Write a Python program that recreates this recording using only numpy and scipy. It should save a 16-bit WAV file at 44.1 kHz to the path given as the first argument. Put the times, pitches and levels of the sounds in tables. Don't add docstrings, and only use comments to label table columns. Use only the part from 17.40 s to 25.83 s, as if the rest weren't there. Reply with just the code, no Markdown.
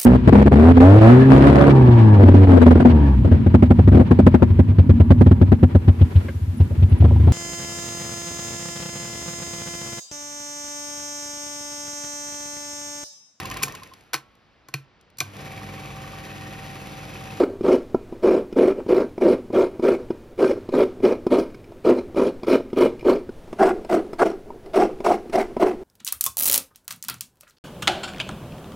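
import sys
import numpy as np
from scipy import signal
from scipy.fft import rfft, irfft, next_fast_len
from scipy.io import wavfile
from scipy.ndimage import uniform_filter1d, minimum_filter1d, map_coordinates

SR = 44100
rng = np.random.default_rng(int(sys.argv[2]) if len(sys.argv) > 2 else 0)


def bounce(signal):
    frames = np.transpose(np.atleast_2d(signal))
    limited = np.clip(frames, -1, 1)
    pcm = np.round(limited * 32767).astype(np.int16)
    wavfile.write(sys.argv[1], SR, pcm)


def rack_gain(trim_db):
    fader = np.asarray(trim_db, float)
    return 10 ** (fader / 20)


N = 371971
CHANGE_S = 5.905

# (frequency [Hz], density [dB per Hz])
AIR_FIRST = [(20, 4.5), (59, -10.5), (110, 2), (153, -9.5), (354, -4.5), (890, -19.5), (9000, -41.5),
             (15800, -71)]
AIR_SECOND = [(20, 10.5), (38, -27), (116, -7), (554, -9), (732, -15), (1210, -21.5), (9550, -39.5),
              (15800, -54)]
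AIR_FIRST_DB, AIR_SECOND_DB = -44, -43
# (frequency [Hz], density [dB per Hz])
CHANNEL_HISS = [(12, -41), (20, -18), (176, -31), (364, -8), (1210, -50), (1790, -61), (15800, -52)]
# (frequency [Hz], t60 [s])
KITCHEN_T60 = [(200, 0.76), (400, 0.2), (1500, 0.33), (5000, 0.39), (12000, 0.21)]

# (frequency [Hz], width [Hz], level [dB])
STOOL_FIRST = [(259.5, 51, -4.5), (289.6, 43, -5.5), (361, 53.8, 0.5), (423.7, 89.5, -3), (483.7, 62.4, -5)]
STOOL_SECOND = [(213.7, 33, -9), (325, 58, -3.5), (367.6, 64, 2), (437, 184, -9)]
# (frequency [Hz], width [Hz], level [dB])
SHELL_FULL = [(508, 130, 11), (657, 78, 6), (920.4, 26, 1), (1403, 79, -6), (1550, 11, -1)]
SHELL_EMPTY = [(641, 63.5, 2.5), (752, 332, 0.5), (837, 340, -1.5), (1270, 194, -17.5), (1478, 70, -17.5)]
# (frequency [Hz], width [Hz], level [dB])
BLADE_FULL = [(2135, 90, 0), (2399, 100, 3), (2958, 24, -2), (3243, 33, -2.5), (4120, 620, -10),
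              (5380, 1200, -12)]
BLADE_EMPTY = [(2076, 270, -6), (2730, 260, -3.5), (3200, 2300, -15), (4200, 570, -9.5), (5450, 990, -17.5)]
# (frequency [Hz], density [dB per Hz])
FIBRE_FULL = [(700, -16), (1300, 5), (1800, -47), (3000, -10), (5000, -37.5), (7000, -26), (10000, -26.5),
              (15800, -44)]
FIBRE_EMPTY = [(700, -27), (1300, 4.5), (1700, -8), (2500, -8), (5000, -30), (8000, -14.5), (11000, -21.5),
               (15800, -30)]
# (frequency [Hz], width [Hz], level [dB])
TEETH_MODES = [(5530, 300, -0.5), (9250, 470, -3), (10220, 220, -1.5)]
TEETH_DB = -24.5
CRACKLE_DB, CRACKLE_HZ, CRACKLE_PER_S = -19.5, 11000, 1100
TILT_RISE = 1.13
CRUMBS_DB, CRUMBS_PER_S = -78, 40

# (time [s], peak [dB], shell share [dB], scuff [dB], note [dB])
KNOCKS_FULL = [(0.209, -16.5, -37, -22, 0), (0.545, -8, -11.5, -29.5, 14), (0.724, -21.5, -14, -27, -3),
               (1.126, -22, -23, -14.5, -3), (1.463, -20.5, -12, -25.5, -2),
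               (1.779, -20.5, -7.5, -19.5, -6), (2.102, -21.5, -13, -34, -13),
               (2.395, -18.5, -11, -21.5, -5), (2.704, -15, -13.5, -20.5, 2), (3.289, -20.5, -10, -17, -10),
               (3.602, -25, -13, -24.5, -4), (3.866, -10, -11.5, -21, 4), (4.319, -40.5, 3, -9, -6),
               (4.745, -27.5, -6, -15, -6), (5.032, -23.5, -4, -10.5, -15), (5.046, -30, -22, -10, -1),
               (5.33, -17, -14, -19.5, -18), (5.627, -27.5, -7, -19, -9), (5.891, -22.5, -21, -22, 13)]
# (time [s], peak [dB], shell share [dB], scuff [dB], note [dB])
KNOCKS_EMPTY = [(6.076, -36.5, -4, -17, -2), (6.128, -24, -5.5, -12, 10), (6.447, -28, -2.5, -8.5, -3),
                (6.547, -20.5, -5, -21, -4), (6.731, -25, -4, -6, -4), (7.102, -33.5, 1, -22, 5),
                (7.603, -24, -5.5, -14, -16), (7.662, -21.5, 11, -12, 0), (7.896, -26.5, -17, -12.5, 1),
                (7.955, -15, 1, -10.5, -9), (8.166, -16, -3, -22, -2)]
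# (time [s], peak [dB], scuff [dB], note [Hz])
RIM_TICKS = [
    (1.692, -50, 0, 2400),
    (3.208, -40, -7, 1350),
    (4.101, -44, -8, 1510),
    (4.144, -34, -6.5, 1550),
    (4.201, -48, -4, 1700),
    (4.242, -52, 4, 2315),
    (5.301, -44, -1.5, 1980),
    (5.593, -47, 7.5, 2860),
    (5.609, -46, 7, 2350),
    (7.259, -36, -6, 1190),
]
# (frequency [Hz], level [dB], t60 [s])
KNOCK_MODES = [(248.7, -9, 0.075), (360, 5, 0.027), (636, -1, 0.021), (742, -17, 0.038), (980, -17, 0.064),
               (1290, -30.5, 0.073), (2230, -31.5, 0.037)]
# (time [s], peak [dB], frequency [Hz], t60 [s])
LOW_KNOCK_NOTE = (7.103, -26, 930, .04)
# (level under the scuff [dB], frequency [Hz], t60 [s])
STEEL_RING = (-25, 2450, .7)
NOTE_FULL_HZ, NOTE_EMPTY_HZ, NOTE_SCATTER = 1357, 1190, 0.04
TICK_SHELL_DB, TICK_NOTE_DB, MODE_SCATTER_DB = -15, 2, 1.2

# (start [s], length [s], pressure [dB], rasp over pressure [dB], sag [dB])
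FULL_STROKES = [(-0.049, 0.091, -1, -27, 20.5), (0.227, 0.13, -15.5, -25.5, 3),
                (0.823, 0.15, -11.5, -27.5, 6.5), (1.155, 0.149, -11.5, -28.0, 5.5),
                (1.48, 0.14, -12.5, -25.5, 7.5), (1.802, 0.13, -13.2, -25.5, 2.5),
                (2.124, 0.12, -11.5, -24.5, 7.5), (2.419, 0.12, -11.5, -24, 7.5),
                (2.976, 0.14, -13.5, -23, 5.2), (3.319, 0.11, -13.5, -23.5, 4),
                (3.622, 0.1, -10.5, -25, 9.5), (3.901, 0.11, -8, -22, 12.5), (4.441, 0.15, -8.5, -25, 19),
                (4.757, 0.12, -13, -22.5, 7.5), (5.064, 0.081, -16.5, -18.5, -4),
                (5.358, 0.1, -12.5, -21, 4.5), (5.643, 0.11, -9, -26, 11)]
# (start [s], length [s], pressure [dB], rasp over pressure [dB], sag [dB])
EMPTY_STROKES = [
    (6.182, 0.11, -14, -23, 5),
    (6.488, 0.063, -17, -18.5, -1.1),
    (6.784, 0.088, -12.5, -16.5, 8.6),
    (7.333, 0.098, -16, -17.5, 2),
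    (7.639, 0.093, -13.5, -14, 11),
    (7.923, 0.087, -15.5, -12.5, 9),
    (8.196, 0.098, -7.5, -20.5, 16.5),
]
# (middle [s], half length [s], level [dB])
HAND_TURNS = [(0.77, 0.03, -42), (2.864, 0.063, -70), (4.375, 0.023, -40), (6.132, 0.08, -41.5),
              (7.126, 0.045, -42), (7.629, 0.014, -37.5), (7.298, 0.084, -50), (1.055, 0.011, -52),
              (1.38, 0.029, -35), (5.204, 0.0067, -18.5), (6.394, 0.038, -39), (6.681, 0.047, -32.5),
              (6.948, 0.027, -41.5)]
# (time [s], wood and shell [dB], blade [dB])
TOOTH_CATCHES = [(.274, 0, 2), (0.288, 6.5, 5.5), (.327, 5, 8), (.876, 1, -0.5), (1.527, 1.5, -5),
                 (1.864, 2.5, -4.5), (2.985, -3.5, -5.5), (3.042, 4.5, -1), (3.083, -6.5, 0),
                 (3.689, 1.5, 1.5), (4.52, 3, -5), (4.812, 0.5, -4), (5.157, 3.5, 1), (5.4, -8, -7.5),
                 (5.416, 6, 8), (5.698, 4, 8.5), (6.216, 9, -1), (6.232, 4.5, 10), (6.266, 3.5, 5),
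                 (6.3, -3, 4), (6.574, 5.5, -4), (6.824, 11.5, 0.5), (6.845, -15, -10.5), (7.388, -1, -6),
                 (7.685, 1, -2), (7.713, 7, -4), (7.957, 2, -2.5), (7.974, 0.5, -7), (8.23, 2.5, 2.5),
                 (8.248, -1, -6.5)]
CATCH_S, CATCH_STOOL_FIRST, CATCH_STOOL_SECOND = 0.01, 1, 0.36
# (stool, shell, blade); attack [s], release [dB per s]
BITE_FULL_S, BITE_EMPTY_S = [0.024, 0.039, 0.035], [0.039, 0.034, 0.036]
LIFT_FULL, LIFT_EMPTY = [464, 500, 425], [234, 394, 370]
SAG_FOLLOWS = [0.93, 1.026, 0.79]
BITE_POWER = [1.39, 0.96, 0.63]
SHELL_FULL_DB, SHELL_EMPTY_DB = -7.5, -5
SHELL_FOLLOWS, USUAL_RASP_DB = 0.47, -23.5
DRAG_DB, DRAG_FADE, REST_DB = -18, 116, -53


def unit(x):
    return x / np.sqrt(np.mean(x ** 2) + 1e-20)


def along(points, hz):
    f, v = np.transpose(points)
    return np.interp(np.log(hz + 1), np.log(f + 1), v)


def wobble(rate):
    knots = rng.standard_normal(int(N * rate / SR) + 4)
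    return map_coordinates(knots, [np.arange(N) * rate / SR])


def filtered(x, response):
    m = next_fast_len(N + SR // 2)
    return irfft(rfft(x, m) * response(np.fft.rfftfreq(m, 1 / SR)), m)[..., :N]


def modes(table, f):
    total = 0
    for k, (centre, width, db) in enumerate(table):
        total = total + (-1) ** k * rack_gain(db) * 1j * f * width / (centre ** 2 - f * f + 1j * f * width)
    return total


def second_scene():
    return np.clip((np.arange(N) / SR - CHANGE_S) * 200, 0, 1)


def air():
    def noise(response):
        return unit(filtered(rng.standard_normal(N), response))

    second = second_scene()
    first_air = rack_gain(AIR_FIRST_DB) * noise(lambda f: rack_gain(along(AIR_FIRST, f)))
    second_air = rack_gain(AIR_SECOND_DB) * noise(lambda f: rack_gain(along(AIR_SECOND, f)))
    hush = rack_gain(0.9 * wobble(4)) * (second * second_air + (1 - second) * first_air)
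    gusts_db = -55 + 3.8 * second + wobble(5) + 2.5 * wobble(6.1)
    rumble = rack_gain(gusts_db) * noise(lambda f: modes([(24.5, 66, 0)], f) ** 2)
    self_noise = rack_gain(-70) * noise(lambda f: (f > 9000) * 1.0)
    far = rack_gain(-86) * noise(lambda f: modes([(9600, 500, 0)], f) ** 2)
    near = rack_gain(-81) * noise(lambda f: modes([(9770, 240, 0)], f) ** 2)
    insects = rack_gain(4 * wobble(7)) * (second * near + (1 - second) * far)
    return hush + self_noise + rumble + insects


def kitchen(x):
    out, step = np.zeros(N + 2 * SR), SR // 3
    for start in range(0, N, step):
        hz, t, z = signal.stft(rng.standard_normal(SR // 2), SR, nperseg=256)
        decay = rack_gain(-60 * t / along(KITCHEN_T60, hz)[:, None])
        tail = signal.istft(z * decay, SR, nperseg=256)[1]
        wet = signal.fftconvolve(x[start:start + step], tail / np.linalg.norm(tail))
        out[start + 300:][:len(wet)] += wet
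    return out[:N]


def struck_note(db, hz, t60):
    t = np.arange(SR // 3) / SR
    return rack_gain(db - 60 * t / t60) * (1 - np.exp(-t / 0.0011)) ** 2 * -np.sin(2 * np.pi * hz * t)


def knocks():
    rings, scuff = np.zeros(N + SR), np.zeros(N + SR)
    t = np.arange(SR // 3) / SR
    rows = []
    for table, hz in ((KNOCKS_FULL, NOTE_FULL_HZ), (KNOCKS_EMPTY, NOTE_EMPTY_HZ)):
        rows += [(*row, hz * rng.normal(1, NOTE_SCATTER)) for row in table]
    rows += [(s, db, TICK_SHELL_DB, scuff_db, TICK_NOTE_DB, hz) for s, db, scuff_db, hz in RIM_TICKS]
    steel_db, steel_hz, steel_t60 = STEEL_RING
    for s, db, shell_db, scuff_db, note_db, hz in rows:
        at = slice(round(s * SR), round(s * SR) + len(t))
        for mode_hz, level, t60 in KNOCK_MODES:
            level += MODE_SCATTER_DB * rng.standard_normal()
            share = (shell_db + 7) * (mode_hz > 520)
            rings[at] += struck_note(db + 4.5 + level + share, mode_hz * rng.normal(1, 0.017), t60)
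        edge_db = db + scuff_db
        rings[at] += struck_note(edge_db + note_db, hz, 0.023)
        rings[at] += struck_note(edge_db - 11.5, 5150, 0.042)
        if s < CHANGE_S:
            rings[at] += struck_note(edge_db + steel_db, steel_hz, steel_t60)
        scuff[at] += rack_gain(edge_db - 4 - 60 * t / 0.037) * (1 - np.exp(-t / 0.00079))
    low_s, low_db, low_hz, low_t60 = LOW_KNOCK_NOTE
    rings[round(low_s * SR):][:len(t)] += struck_note(low_db, low_hz, low_t60)
    return rings[:N], scuff[:N]


def crumbs():
    drops = snaps(CRUMBS_PER_S, 5, 0)
    return rack_gain(CRUMBS_DB) * unit(filtered(drops, lambda f: modes([(2600, 2200, 0)], f) ** 2))


def snaps(rate, spread_db, smooth):
    size = rack_gain(spread_db * rng.standard_normal(N)) * np.sign(rng.standard_normal(N))
    breaks = size * (rng.random(N) < rate / SR)
    return unit(unit(breaks) + smooth * rng.standard_normal(N))


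def by_half(force, first, second):
    late = second_scene()
    rung = (1 - late) * unit(filtered(force, first)) + late * unit(filtered(force, second))
    slow_power = np.abs(uniform_filter1d(rung ** 2, size=1300)) + 1e-6
    return unit(rung * slow_power ** -0.35)


def stool(push):
    def edges(f):
        return (1j * f / (170 + 1j * f)) ** 2 / (1 + 1j * f / 900) ** 2

    wood = by_half(push, lambda f: modes(STOOL_FIRST, f) * edges(f), lambda f: modes(STOOL_SECOND, f) * edges(f))
    thud = unit(filtered(push, lambda f: modes([(78, 280, 0)], f) ** 2))
    return wood + rack_gain(-25) * thud


def shell():
    def empty(f, rise=1):
        return modes(SHELL_EMPTY, f / rise) / (1 + 1j * f / 2600) ** 2

    flat = by_half(snaps(1200, 2.74, 0.6), lambda f: modes(SHELL_FULL, f) / (1 + 1j * f / 2500) ** 2, empty)
    tilted = by_half(snaps(1200, 4.7, 0.7), lambda f: modes(SHELL_FULL, f), lambda f: empty(f, TILT_RISE))
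    tilt = second_scene() * np.clip(0.4 + 0.5 * wobble(14), 0, 1)
    return np.sqrt(1 - tilt) * flat + np.sqrt(tilt) * tilted


def blade():
    rasp = by_half(snaps(4000, 3.4, 1.28),
                   lambda f: modes(BLADE_FULL, f) / (1 + 1j * f / 6000) + rack_gain(along(FIBRE_FULL, f) - 1.5),
                   lambda f: modes(BLADE_EMPTY, f) / (1 + 1j * f / 6100) + rack_gain(along(FIBRE_EMPTY, f) - 6))
    dry_fibres = snaps(CRACKLE_PER_S, 5, 0.5)
    crackle = unit(filtered(dry_fibres, lambda f: (1j * f / (CRACKLE_HZ + 1j * f)) ** 3))
    whistle = unit(filtered(snaps(4000, 3, 0.83), lambda f: modes(TEETH_MODES, f) ** 2))
    return rasp + rack_gain(CRACKLE_DB) * crackle + rack_gain(TEETH_DB + 3.1 * wobble(25)) * whistle


def patchy(x, fine_db, broad_db):
    z = signal.stft(x, nperseg=256)[2]

    def field(bins, frames):
        across = uniform_filter1d(rng.standard_normal(z.shape), size=bins, axis=0)
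        return unit(uniform_filter1d(across, size=frames, axis=1))

    gain = rack_gain(fine_db * field(bins=6, frames=3) + broad_db * field(bins=4, frames=30))
    return signal.istft(z * gain, nperseg=256)[1][:N]


def stroke_gains():
    def column(values):
        return np.array(values)[:, None]

    t = np.arange(N) / SR
    gains, drag = np.zeros((3, N)), np.full(N, rack_gain(REST_DB))
    halves = ((FULL_STROKES, BITE_FULL_S, LIFT_FULL, SHELL_FULL_DB),
              (EMPTY_STROKES, BITE_EMPTY_S, LIFT_EMPTY, SHELL_EMPTY_DB))
    for strokes, bite_s, lift, shell_db in halves:
        for s, length, db, rasp_db, sag_db in strokes:
            on = slice(max(round(s * SR), 0), round(s * SR) + SR // 2)
            u = t[on] - s
            shell_over = shell_db + SHELL_FOLLOWS * (rasp_db - USUAL_RASP_DB)
            levels = db + column([0, shell_over, rasp_db])
            sag = column(SAG_FOLLOWS) * sag_db * np.clip(u / length, 0, 1)
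            fall = sag + column(lift) * np.maximum(u - length, 0)
            bite = np.clip(u / column(bite_s), 0, 1) ** column(BITE_POWER)
            gains[:, on] += bite * rack_gain(levels - fall)
            drag[on] += (u > length) * rack_gain(db - sag_db / 2 + DRAG_DB - DRAG_FADE * (u - length))
    drag[round(CHANGE_S * SR):round(HAND_TURNS[3][0] * SR)] = 0
    for s, body_db, blade_db in TOOTH_CATCHES:
        at = slice(round(s * SR) - SR // 20, round(s * SR) + SR // 20)
        follows = CATCH_STOOL_FIRST if s < CHANGE_S else CATCH_STOOL_SECOND
        pulse = np.exp(-((t[at] - s) / CATCH_S) ** 2)
        gains[:, at] *= rack_gain(column([follows * body_db, body_db, blade_db]) * pulse)
    for s, half, db in HAND_TURNS:
        drag += rack_gain(db) * np.exp(-((t - s) / half) ** 2)
    return gains, drag


def grater():
    judder = rack_gain(1.2 * wobble(60) + 1.8 * wobble(170))
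    gains, drag = stroke_gains()
    handling = drag * rack_gain(4.8 * wobble(29))
    low, mid, high = gains * unit(judder) + handling * rack_gain([[-3], [-13], [-31]])
    rings, scuff = knocks()
    settled = np.arange(N) > (CHANGE_S + 0.1) * SR
    rings = rings * (1 - second_scene()) + settled * rings
    wood = low * stool(snaps(900, 3.5, 0.44))
    grating = patchy(mid * shell() + (high + scuff) * blade(), fine_db=2.2, broad_db=1.8)
    return wood + rings + crumbs() + grating


def scene():
    near, late = grater(), second_scene()
    wet = kitchen(near * (1 - late)) * (1 - late) + kitchen(near * late)
    return (near + rack_gain(-16.5) * wet + air()) * np.ones((2, 1))


def top_cut(x):
    return signal.sosfilt(signal.butter(12, 15930, fs=SR, output="sos"), x)


def record(dry):
    need = np.minimum(1, 0.565 / (np.abs(dry).max(0) + 1e-9))
    gain = uniform_filter1d(minimum_filter1d(need, size=161), size=81)
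    grain = (dry[0] + 0.015) * rng.standard_normal(N)
    hiss = rack_gain(-62) * unit(filtered(grain, lambda f: rack_gain(along(CHANNEL_HISS, f))))
    finished = filtered(dry * gain + hiss * [[1], [-1]], lambda f: f < 15840)
    return top_cut(finished)


dry = scene()
out = record(dry)
bounce(out)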